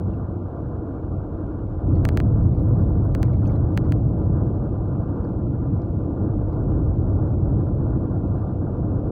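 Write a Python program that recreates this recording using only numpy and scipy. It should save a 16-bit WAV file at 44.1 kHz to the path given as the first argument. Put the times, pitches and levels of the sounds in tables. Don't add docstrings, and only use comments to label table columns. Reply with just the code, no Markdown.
import sys
import numpy as np
from scipy import signal
from scipy.fft import rfft, irfft, next_fast_len
from scipy.io import wavfile
from scipy.ndimage import uniform_filter1d

SR = 44100
rng = np.random.default_rng(int(sys.argv[2]) if len(sys.argv) > 2 else 0)


def gain_from_db(level_db):
    decades = np.asarray(level_db, float) / 20
    return 10 ** decades


def unload_wav(signal):
    wavfile.write(
        sys.argv[1],
        SR,
        np.round(np.clip(np.atleast_2d(signal).T, -1, 1) * 32767).astype(np.int16),
    )


N = 401751


def rms_one(x):
    return x / np.sqrt(np.mean(x ** 2) + 1e-20)


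def at_hz(points, hz):
    point_hz, point_db = np.array(points).T
    return np.interp(np.log(hz + 1), np.log(point_hz), point_db)


def drift(rate_hz):
    r = np.exp(-80 * np.pi * rate_hz / SR)
    slow = signal.lfilter([1], [1, -2 * r, r * r], rng.standard_normal(N // 40 + 2002))[2000:]
    return np.interp(np.arange(N) / 40, np.arange(len(slow)), rms_one(slow))


def resonance(x, hz, width_hz):
    r = np.exp(-np.pi * width_hz / SR)
    zeros = np.array([1, 0, -1]) * (1 - r * r) / 2
    return signal.lfilter(zeros, [1, -2 * r * np.cos(2 * np.pi * hz / SR), r * r], x)


def resonance_twice(x, hz, width_hz):
    return resonance(resonance(x, hz, width_hz), hz, width_hz)


def bell(hz, centre_hz, width_hz):
    return 1 / (1 + (2 * (hz - centre_hz) / width_hz) ** 2)


def patchy_noise(shape, edges_hz, levels_db, patchy_db, rate_hz, steady=0.):
    size = next_fast_len(N)
    log_hz = np.log(np.arange(size // 2 + 1) * SR / size + 1)
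    coloured = shape * rfft(rng.standard_normal(size))
    together, out = drift(rate_hz / 2), 0
    for k, hz in enumerate(edges_hz):
        fade = np.interp(log_hz, np.log(edges_hz), np.arange(len(edges_hz)) == k)
        band = irfft(coloured * fade, size)[:N]
        swell = uniform_filter1d(band ** 2, size=4000) / np.mean(band ** 2) + 0.0067
        band = band / swell ** (steady / 2)
        flicker = np.minimum(1.8 * together + drift(rate_hz), 1.1)
        out = out + band * gain_from_db(levels_db(hz) + patchy_db(hz) * flicker)
    return out


# t/s, unevenness/dB, coarseness/dB, shortness of ripples/(dB/octave)
ROAD_INPUT = [(0, -26.5, -37, 1.8), (.5, -34.5, -37.5, 0.7), (1.2, -30, -37.5, .1), (1.8, -31, -40, -1.5),
              (1.87, -21, -29, -2.8), (2.35, -15.5, -32, 1.2), (2.75, -18, -31, 1), (3.1, -16.5, -32, -1),
              (3.6, -20.5, -31.5, 0), (4.3, -21.5, -31, 0.8), (4.799, -25, -33.5, 1),
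              (5.7, -24.5, -36, 3.5), (6.199, -25.5, -31.5, 1.5), (6.9, -20.5, -31.5, -2.5),
              (7.599, -20.5, -31.5, 0.5), (8.3, -25, -34, 2.5), (8.7, -26.5, -33.5, 1.3),
              (9.11, -24.5, -31, 1.8)]
# mean level/dB, share of unevenness/1, share of coarseness/1, own wander/dB
TRANSFER = [
    (-30, 0.64, 0.08, 1.5),
    (-22, 1.08, 0.011, 2.5),
    (-30, .01, 0.89, 1.68),
    (-37, 0.088, 0.68, 0.66),
    (-65.5, .05, 0.14, -1.3),
    (-78.5, 0.11, 0.092, 0.25),
]


def road():
    s, *columns = np.transpose(ROAD_INPUT)
    uneven_db, coarse_db, tilt_db = [np.interp(np.arange(N) / SR, s, c) for c in columns]
    uneven, coarse = uneven_db + 22, coarse_db + 30
    paths_db = [mean_db + a * uneven + b * coarse + wander_db * drift(5.6)
                for mean_db, a, b, wander_db in TRANSFER]
    return paths_db, tilt_db


# from f/Hz, to f/Hz
PATH_BANDS = [(25, 70), (70, 220), (220, 420), (420, 1450), (1450, 1900)]
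# f/Hz, density/(dB/Hz)
BODY_CURVE = [(11, -47), (18, -17), (33, -8.0), (96, -1), (136, -5.5), (235, -16), (298, -13.5),
              (344, -15.5), (377, -19), (487, -22), (543, -27.0), (663, -26.0), (754, -30.5), (1400, -44.5),
              (1820, -72), (3080, -120)][:-2]
# f/Hz, density/(dB/Hz)
TOP_EDGE = [(1500, -46.5), (1620, -50.5), (1770, -57.5), (1830, -68), (2100, -78), (4000, -120)]
# f/Hz, width/Hz, lift/dB
CABIN_MODES = [(47.2, 21, 3.5), (98.5, 18, 4), (128, 4.7, 1.5), (205, 46, 3.5), (276, 15, 5),
               (309.5, 14, 8), (347, 17, 3.5), (492, 12, 4), (559, 36, 3.5), (1017, 15, 7), (1184, 28, 7),
               (1397, 25, 7.5)]


def rumble(paths_db, tilt_db):
    boom_hz = 100
    hz = np.fft.rfftfreq(next_fast_len(N), 1 / SR)
    shape = gain_from_db(at_hz(BODY_CURVE + TOP_EDGE, hz))
    for centre_hz, width_hz, lift_db in CABIN_MODES:
        shape = shape * (1 + (gain_from_db(lift_db) - 1) * bell(hz, centre_hz, width_hz))
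    share_db = [10 * np.log10(np.sum(shape[(hz > a) & (hz < b)] ** 2) / len(hz)) for a, b in PATH_BANDS]
    gains_db = np.array(paths_db) - np.array(share_db)[:, None]
    log_centres = np.log([45, 140, 305, 480, 1600])
    edge_hz = np.array([1450, 1600, 1900, 1900])[np.digitize(drift(16), [-1.4, -.5, 9])]

    def level_db(f):
        fades = np.array([np.interp(np.log(f), log_centres, row) for row in np.eye(5)])
        dropped_db = -16 * uniform_filter1d(1. * (f > edge_hz), size=400)
        tipped_db = tilt_db * np.clip(np.log2(f / boom_hz), -1, 1) * (f < 250)
        return fades @ gains_db + dropped_db + tipped_db

    def flicker_db(f):
        return np.interp(f, [700, 1350], [.4, 1.8])

    edges_hz = [30, 50, 75, 110, 160, 225, 305, 390, 600, 1000, 1250, 1430, 1470, 1580, 1620, 1800, 2100]
    return patchy_noise(shape, edges_hz, level_db, flicker_db, rate_hz=31, steady=0.54)


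# f/Hz, density/(dB/Hz)
BUZZ_CURVE = [(1180, -30.5), (2000, 2), (2930, -1), (3570, -5), (6430, -13.5), (8120, -19.5),
              (13500, -21.5), (15100, -15.5), (15800, -20)]


def buzz(buzz_db):
    hz = np.fft.rfftfreq(next_fast_len(N), 1 / SR)
    shape = gain_from_db(at_hz(BUZZ_CURVE, hz))
    share_db = 10 * np.log10(np.sum(shape[(hz > 2100) & (hz < 7000)] ** 2) / len(hz))
    usual_db = np.median(buzz_db)

    def follows(f):
        return np.interp(f, [6000, 10000], [1, .4])

    def level_db(f):
        return usual_db - share_db + follows(f) * (buzz_db - usual_db)

    return patchy_noise(shape, np.geomspace(2000, 15000, 6), level_db, lambda f: 0.73 * follows(f),
                        rate_hz=30, steady=.6)


def flecks(buzz_db, per_s=45):
    peak_db = 3.1 * (buzz_db + 77.5) - 31.5 + 3.0 * np.minimum(rng.exponential(1, N), 4)
    clicks = gain_from_db(peak_db) * (rng.random(N) < per_s / SR)
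    dealt = rng.integers(0, 12, N)
    out = np.zeros(N)
    for k, hz in enumerate(np.geomspace(1900, 4800, 12)):
        out += resonance_twice(clicks * (dealt == k) + 1e-18, hz, 110) * 2500 / hz
    return out


# block/1, peak level/dB
LARGE_STEPS = [(101, -56), (109, -57), (117, -59), (121, -63), (131, -54), (134, -50), (136, -67),
               (139, -52), (141, -62.5), (144, -58.5), (147, -60), (149, -64), (152, -54), (165, -68),
               (172, -72), (173, -54.5), (175, -57), (180, -66), (189, -65), (193, -67), (199, -66),
               (205, -64), (209, -62), (331, -65), (334, -67), (341, -64), (344, -64), (361, -64),
               (385, -71.5), (390, -68.5)]


def seams(level_db):
    first_s, block_s, audible_share = .0093, .02, .25
    s = np.arange(first_s, N / SR, block_s)
    scatter_db = 6.5 * np.minimum(rng.exponential(1, len(s)), 3)
    peak_db = -78 + 2.2 * (level_db[(s * SR).astype(int)] + 18) + scatter_db
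    peak_db = peak_db - 40 * (rng.random(len(s)) > audible_share)
    block, large_db = np.transpose(LARGE_STEPS)
    peak_db[np.round(block).astype(int)] = large_db
    steps = np.full(N, 1e-18)
    steps[((s - .0004) * SR).astype(int)] = gain_from_db(peak_db + 25.5) * rng.choice([-1, 1], len(s))
    ring = resonance_twice(steps, 12000, 1000) + gain_from_db(-20) * resonance(steps, 7000, 9000)
    leaky = np.repeat(rng.random(N // 882 + 1) < .25, 882)[:N]
    leaking = leaky * gain_from_db(2.5 * (level_db + 18) - 69)
    whistle = uniform_filter1d(leaking, size=200) * rng.standard_normal(N)
    return ring + resonance_twice(whistle, 12000, 250)


# t/s, peak level/dB, f/Hz, t60/s
TRIM_TICKS = [(0.105, -66, 2800, .02), (0.135, -62, 2680, 0.06), (1.8957, -62, 2400, 0.024),
              (1.9645, -54, 1730, 0.046), (1.9849, -65, 4500, .04), (2.0804, -50, 9000, 0.0074),
              (2.3401, -70, 2800, .02), (2.423, -63, 4300, 0.027), (2.592, -61, 3500, 0.012),
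              (2.7484, -64, 2470, 0.067), (2.8094, -62.5, 4700, 0.04), (2.8347, -62, 2400, 0.037),
              (3.248, -51, 2320, 0.045), (3.33, -55, 2100, 0.071), (3.455, -47.5, 2710, .03),
              (3.464, -59.5, 4460, .05), (3.475, -52, 6050, 0.018), (3.4947, -51, 2220, 0.05),
              (3.5304, -61, 3030, 0.014), (3.555, -59, 1940, 0.091), (3.8447, -68, 4500, .06),
              (3.847, -59, 1900, 0.053), (4.2483, -68, 4340, .04), (4.954, -64, 2440, .025),
              (5.245, -64.5, 4830, .02), (5.8187, -58.5, 4200, .012), (6.531, -61, 4400, 0.0099),
              (7.6081, -65.5, 3530, .015), (8.25, -69, 2700, 0.095), (8.361, -71, 3100, .05)]


def ticks():
    out, t = np.zeros(N), np.arange(3000) / SR
    for s, peak_db, hz, t60_s in TRIM_TICKS:
        burst = rng.standard_normal(len(t)) * gain_from_db(-60 * t / max(t60_s, .004))
        width_hz = 22 / max(t60_s, .01)
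        burst = resonance_twice(burst, hz, width_hz) + 0.11 * resonance_twice(
            resonance_twice(burst, hz, width_hz) * 0 + burst, 2800, 3000)
        out[int(max(s, 0) * SR):][:len(t)] += gain_from_db(peak_db) * burst / np.abs(burst).max()
    return out


def scuff_db():
    width_s, most_db, knee_db = 0.041, 3.5, -54.5
    t = np.arange(0, N, 200) / SR
    swell = sum(gain_from_db(db - knee_db) * np.exp(-((t - s) / width_s) ** 2) for s, db, *_ in TRIM_TICKS)
    return np.interp(np.arange(N) / SR, t, most_db * np.tanh(swell))


def halo(x, low_hz, high_hz):
    spread = uniform_filter1d(uniform_filter1d(np.abs(x), size=600), size=600)
    smear = spread * rng.standard_normal(N)
    band = signal.butter(2, [low_hz, high_hz], "band", fs=SR, output="sos")
    tilt = signal.butter(1, [low_hz / 2, low_hz], "band", fs=SR, output="sos")
    return signal.sosfilt(tilt, signal.sosfilt(band, smear))


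# t/s, peak level/dB, brightness/dB
MOUNT_SNAPS = [
    (2.0519, -20, -19),
    (2.0887, -24.5, -18.5),
    (2.1274, -53, -14),
    (2.173, -22, -19),
    (2.2013, -25, -26),
    (3.1492, -28.5, -17),
    (3.2296, -28, -14),
    (3.775, -20.5, -21.5),
    (3.9215, -25.5, -22.5),
]
# f/Hz, density/(dB/Hz)
SNAP_COLOUR = [(250, -31), (600, -4.5), (1100, 0.5), (1700, 3), (2300, -4), (3200, -10), (4400, -11.5),
               (6300, -14.5), (7500, -16.5), (9500, -23.5), (12500, -39.5), (14000, -26.5), (14800, -20.5),
               (16500, -21.5)]
# f/Hz, width/Hz, level/dB
HOUSING_BELLS = [(3700, 290, -10), (5430, 520, -21), (6880, 330, -20),
                 (684, 300, 8.5), (1000, 160, -7.5), (1680, 540, -2), (8000, 660, -6)]


def snaps(stiffness=0.53, stages=28.0, lead_s=0.00036):
    size, out = 2048, np.zeros(N)
    hz = np.fft.rfftfreq(size, 1 / SR)
    delay = np.exp(-2j * np.pi * hz / SR)
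    allpass = (delay - stiffness) / (1 - stiffness * delay)
    bending = np.exp(1j * stages * np.unwrap(np.angle(allpass)))
    colour_db = at_hz(SNAP_COLOUR, hz)
    for centre_hz, width_hz, db in HOUSING_BELLS:
        colour_db = colour_db + db * bell(hz, centre_hz, width_hz)
    for s, peak_db, bright_db in MOUNT_SNAPS:
        tilt_db = (bright_db + 21.5) * np.clip(np.log2(hz / 3000 + 1e-9) / 0.88, 0, 1)
        snap = np.roll(irfft(gain_from_db(colour_db + tilt_db) * bending * np.exp(-1.3j)), size // 2)
        start = int((s - lead_s) * SR) - size // 2
        out[start:start + size] -= gain_from_db(peak_db + 5.0) * snap / np.abs(snap).max()
    return out + gain_from_db(7.0) * halo(out, 1363, 5700)


def scene():
    (*paths_db, glass_db, buzz_db), tilt_db = road()
    scuff = scuff_db()
    buzz_db = buzz_db + scuff
    glass_db = glass_db + 0.75 * scuff
    mix = rumble(paths_db + [glass_db], tilt_db) + buzz(buzz_db) + flecks(buzz_db) + ticks() + snaps()
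    return mix[None]


def low_pass(x):
    return signal.sosfilt(signal.butter(12, 17000, fs=SR, output="sos"), x)


def record(dry):
    cutoff_hz, start_gain, start_s = 16500, .35, .006
    heard = signal.sosfilt(signal.butter(3, 33, "high", fs=SR, output="sos"), dry)
    level_db = 10 * np.log10(uniform_filter1d(heard ** 2, size=880) + 1e-9)
    evened = heard * gain_from_db(2.5 - 0.15 * np.maximum(level_db + 27.0, 0))
    rounded = 0.49 * np.tanh(evened / 0.47) + seams(uniform_filter1d(level_db[0], size=8000))
    cut = signal.sosfilt(signal.cheby2(10, 60, cutoff_hz * 1.04, fs=SR, output="sos"), rounded)
    cut = cut * np.sin(np.minimum(np.arange(N)[::-1] / 200, 1) * np.pi / 2) ** 2
    cut = cut * np.interp(np.arange(N) / SR, [0, start_s], [start_gain, 1])
    return low_pass(cut)


dry = scene()
out = record(dry)
unload_wav(out)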